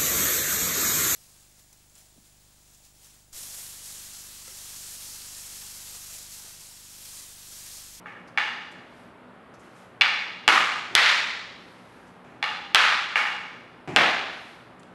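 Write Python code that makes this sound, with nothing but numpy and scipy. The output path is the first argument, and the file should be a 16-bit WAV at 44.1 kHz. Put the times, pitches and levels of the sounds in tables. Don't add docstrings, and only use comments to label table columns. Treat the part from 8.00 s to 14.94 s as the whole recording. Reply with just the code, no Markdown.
import sys
import numpy as np
from scipy import signal
from scipy.fft import rfft, irfft
from scipy.io import wavfile

SR = 44100
rng = np.random.default_rng(int(sys.argv[2]) if len(sys.argv) > 2 else 0)


def file_out(sig):
    cols = np.atleast_2d(sig).T
    lim = np.clip(cols, -1, 1)
    pcm = np.round(lim * 32767).astype(np.int16)
    wavfile.write(sys.argv[1], SR, pcm)


N = 306054
HZ = np.fft.rfftfreq(8192, 1 / SR)

RING_DB = 9
FIRM_DB, DAMPING_DB_PER_DB = -9.5, 1.76
KNOCK_HZ, KNOCK_DB_PER_OCTAVE = 3480, 26.5
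BITE_HZ, EDGE_DB_PER_BITE_DB, EDGE_DB = 4240, 1.5, -1
DIRECT_DB = -5
CHATTER_DB = -5

# [t/s, room level/dB, contact spot/share of stick length, body/dB, crack/dB,
#   main tone f/Hz, main tone level/dB, bite/dB, bounce delay t/s, bounce level/dB]
BLOWS = [ (0.0585, -33.5, 0.13, 4, -4, 1720, 2.5, -5.5, 0.0082, -12),
         (0.3749, -16, .42, -7, -4, 2100, 1, 2, .0088, -2),
         (2.0107, -10.5, 0.052, -8, -4, 2320, 5, 7, 0.0078, 0.5),
         (2.4785, -5, .345, 7.5, 2.5, 1140, 4.5, 1, .0092, -1),
         (2.9518, -1.5, 0.17, -0.5, 3, 1980, 3.5, 6.5, .0020, -12),
         (4.4270, -18.5, 0.18, -3, -2.5, 800, 1.5, 4.5, .0138, -1),
         (4.7470, -3.5, 0.15, -3, -1, 1364, 2.5, 4.5, 0.01, -2.5),
         (5.1570, -12, 0.23, -6.5, -2, 2200, 0, -1.5, .006, -23),
         (5.9620, -6.5, 0.035, 15.5, -4, 685, 7, 4, .0074, -4)]
# [f/Hz, relative level/dB]
CRACK_SPECTRUM = [(40, -36), (150, -21), (400, -8.5), (650, -3.5), (1000, 3), (1600, 8), (2400, 6.5),
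                  (3500, -2), (5000, -11.5), (7000, -18), (9500, -26.5), (12000, -26.5)]


def sticks(body_hz=480, crack_hz=4500, tone_octaves=0.19, bite_octaves=0.38,
           edge_hz=3200, thin_hz=380, thin_db=-7, near_ring_db=6,
           knock_db=8, knock_octaves=0.19, spread_s=0.001532, spread_hz=1800,
           rebound_s=.0012, rattle_s=0.0026, rattle_db=-1):
    out = np.zeros(N)
    crack_power = amp(read(CRACK_SPECTRUM, HZ)) ** 2
    group_delay = spread_s / (1 + HZ / spread_hz)
    dispersion = np.exp(-2j * np.pi * np.cumsum(group_delay) * HZ[1])
    for s, db, spot, body_db, crack_db, tone_hz, tone_db, bite_db, bounce_s, bounce_db in BLOWS:
        ring_power = ringing(spot)
        ring_db = RING_DB - DAMPING_DB_PER_DB * max(db - FIRM_DB, 0)
        knock_hz = KNOCK_HZ * 2 ** (db / KNOCK_DB_PER_OCTAVE)
        edge_db = EDGE_DB + EDGE_DB_PER_BITE_DB * bite_db
        chatter_db = bounce_db + CHATTER_DB

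        colour = body_db * (1 - above(body_hz))
        colour += crack_db * above(crack_hz)
        colour += tone_db * hump(tone_hz, tone_octaves)
        colour += bite_db * hump(BITE_HZ, bite_octaves)

        room_power = crack_power + amp(ring_db) ** 2 * ring_power
        room_clack = sized(impulse(colour + 10 * np.log10(room_power)), db)
        add(out, s, signal.fftconvolve(room_clack, gym()))

        direct_power = crack_power + amp(ring_db + near_ring_db) ** 2 * ring_power
        direct_spectrum_db = colour + 10 * np.log10(direct_power)
        direct_spectrum_db += edge_db * above(edge_hz)
        direct_spectrum_db += thin_db * (1 - above(thin_hz))
        direct_spectrum_db += knock_db * hump(knock_hz, knock_octaves)
        click = impulse(direct_spectrum_db)
        spread_click = irfft(rfft(click, 2 * len(HZ) - 2) * dispersion)
        clack = sized(spread_click, db + DIRECT_DB)

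        contacts = [
            (0, 0),
            (rebound_s, chatter_db),
            (rattle_s, chatter_db + rattle_db),
            (bounce_s, bounce_db)]
        for after_s, gain_db in contacts:
            add(out, s + after_s, amp(gain_db) * clack)
    return out


LOWEST_MODE = 3
NODE_SHARE = 0.3

# [f/Hz, width of the resonance/Hz, relative level/dB]
STICK_MODES = [(494, 45, -11), (839, 55, 3), (1245, 83, 5), (1765, 120, 3), (2228, 84, 3.5), (2833, 68, 2),
               (3446, 71, -4), (4116, 90, -12), (4784, 97, -13.5), (5466, 82, -17), (6300, 74, -21)]


def ringing(spot):
    power = 0
    for order, (hz, width_hz, db) in enumerate(STICK_MODES, LOWEST_MODE):
        bend = np.cos((order + .5) * np.pi * spot + np.pi / 4)
        resonance = 1 / (1 + ((HZ - hz) / width_hz) ** 2) ** 2
        power = power + (NODE_SHARE + bend ** 2) * amp(db) ** 2 * resonance
    return power


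# [t/s, heel level in the room/dB]
FOOTFALLS = [(0.767, -50), (2.906, -40.5), (4.245, -45.5), (4.303, -52), (5.876, -30), (6.801, -53)]
# [f/Hz, relative level/dB]
THUD_SPECTRUM = [(30, -27.5), (80, -10), (150, 3.5), (220, -1.5), (370, 3.5), (490, -13.5), (660, -0.5),
                 (1100, -12.5), (2400, -11.5), (3800, -28), (7000, -32), (11000, -44.5)]


def feet(direct_db=-9, roll_s=.004, sole_db=3):
    out = np.zeros(N)
    for s, db in FOOTFALLS:
        thud = sized(impulse(read(THUD_SPECTRUM, HZ)), db)
        heel = in_gym(thud, direct_db)
        sole = amp(sole_db) * in_gym(thud, direct_db)
        add(out, s, heel)
        add(out, s + roll_s, sole)
    return out


# [t/s, level/dB, centre f/Hz, length t/s (twice the rise to the peak)]
GEAR_RUBS = [(0.273, -59, 4840, .015), (0.713, -61, 6840, 0.014), (1.537, -61, 5300, 0.014),
             (1.592, -63, 6680, 0.018), (1.746, -62, 7250, 0.047), (4.063, -64, 5230, 0.028),
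             (6.793, -62, 7400, 0.0083), (6.831, -57.5, 2670, .003)]


def gear(direct_db=1, sharpness=2.5, room_db=-4):
    out = np.zeros(N)
    t = np.arange(SR // 3) / SR
    for s, db, hz, length_s in GEAR_RUBS:
        swell = t * np.exp(-2 * t / length_s)
        rub = rng.standard_normal(len(t)) * swell
        rub = signal.lfilter(*signal.iirpeak(hz, sharpness, SR), rub)
        add(out, s, in_gym(sized(rub, db + room_db), direct_db - room_db))
    return out


STIR_DB = -75.5

# [middle t/s, length t/s, level added to the stir at the middle/dB]
MOVE_RUSTLES = [(1.0, 0.19, -61.5), (1.653, 0.1, -61.5), (1.805, 0.18, -59.5), (3.718, 0.27, -62.5),
                (3.966, 0.37, -62.5), (6.44, 0.38, -57)]
# [f/Hz, relative level/dB]
CLOTH_SPECTRUM = [(200, -24.5), (1500, 7.5), (4000, -3), (7000, -10.5), (12000, -11)]


def clothes():
    t = np.arange(N) / SR
    level = amp(STIR_DB)
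    for middle_s, length_s, db in MOVE_RUSTLES:
        level = level + amp(db) * np.exp(-(2 * (t - middle_s) / length_s) ** 2)
    return level * noise(lambda hz: amp(read(CLOTH_SPECTRUM, hz)))


AIR_DB = -50.5

# [f/Hz, relative level/dB]
AIR_SPECTRUM = [(15, -30), (25, -36.5), (49, -15), (247, -5.5), (483, -6.5), (549, -6.5), (674, -8),
                (728, -8), (1040, -9), (1320, -9.5), (3240, -25), (4890, -36.5), (6170, -45), (7580, -42.5),
                (11700, -43), (15300, -82), (22000, -120)]
# [f/Hz, rms level/dB]
FAN_TONES = [(120, -66.5), (183, -61), (245, -62)]


def ventilation(waver_hz=8):
    air = amp(AIR_DB) * noise(lambda hz: amp(read(AIR_SPECTRUM, hz)))
    for tone_hz, db in FAN_TONES:
        air += amp(db) * noise(lambda hz: 1 / (1 + ((hz - tone_hz) / waver_hz) ** 2))
    return air


# [f/Hz, time to fall by 60 dB t/s]
GYM_DECAY = [(100, 0.8), (300, 0.73), (700, 0.98), (1400, 0.92), (2500, 0.93), (4000, 1.012), (7000, 0.96),
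             (11000, 0.68)]


def gym(first_s=0.0018, build_s=0.0023, scatter_db=-0.5, settle_s=0.04):
    t = np.arange(int(1.4 * SR)) / SR
    signs = rng.choice([-1., 1.], len(t))
    taps = signs * (rng.random(len(t)) < 5000 / SR)
    unevenness = np.minimum(rng.exponential(1, len(t)), 4) * np.exp(-t / settle_s)
    taps *= amp(scatter_db * unevenness)
    hz, when, bands = signal.stft(taps, SR, nperseg=256)
    decay = amp(-60 * when / read(GYM_DECAY, hz)[:, None])
    tail = signal.istft(bands * decay, SR)[1][:len(t)]
    tail *= 1 - np.exp(-np.maximum(t - first_s, 0) / build_s)
    return tail / np.linalg.norm(tail)


def in_gym(sound, direct_db):
    path = gym()
    path[0] += amp(direct_db)
    return signal.fftconvolve(sound, path)


def amp(db):
    return 10 ** (np.asarray(db) / 20)


def read(points, hz):
    f, value = np.transpose(points)
    return np.interp(np.log(hz + 1), np.log(f), value)


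def add(mix, s, sound):
    part = mix[max(round(s * SR), 0):][:len(sound)]
    part += sound[:len(part)]


def sized(x, db):
    return amp(db) * x * np.sqrt(SR / 100 / np.sum(x ** 2))


def impulse(db):
    log_gain = np.log(amp(np.r_[db, db[-2:0:-1]]))
    spectrum = np.exp(np.conj(signal.hilbert(log_gain)))[:len(HZ)]
    return irfft(spectrum)[:len(HZ)]


def noise(gain):
    spectrum = rfft(rng.standard_normal(N)) * gain(np.fft.rfftfreq(N, 1 / SR))
    x = irfft(spectrum, N)
    return x / x.std()


def above(hz):
    return 1 - 1 / (1 + (HZ / hz) ** 4)


def hump(hz, octaves):
    return np.exp(-.5 * (np.log2((HZ + 1) / hz) / octaves) ** 2)


def low_pass(x, hz):
    taps = signal.firwin(401, hz, window=("kaiser", 8), fs=SR)
    return signal.oaconvolve(x, taps[None], "same")


def smooth(x, seconds):
    r = np.exp(-1 / (seconds * SR))
    return signal.lfilter([1 - r], [1, -r], x)


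def scene():
    return (sticks() + feet() + gear() + clothes() + ventilation())[None]


def record(dry, limit_db=-9.0, recover_db_per_s=50, sense_s=0.0024, attack_s=0.00012, band_hz=11950):
    power_db = 10 * np.log10(smooth(dry[0] ** 2, sense_s) + 1e-12)
    fall_db = np.arange(N) / SR * recover_db_per_s
    held_db = np.maximum.accumulate(power_db + fall_db) - fall_db
    over_db = np.maximum(held_db - limit_db, 0)
    ducked = dry * amp(-smooth(over_db, attack_s))
    clipped = np.clip(ducked, -.76, .92)
    return low_pass(clipped, band_hz)


dry = scene()
out = record(dry)
file_out(out)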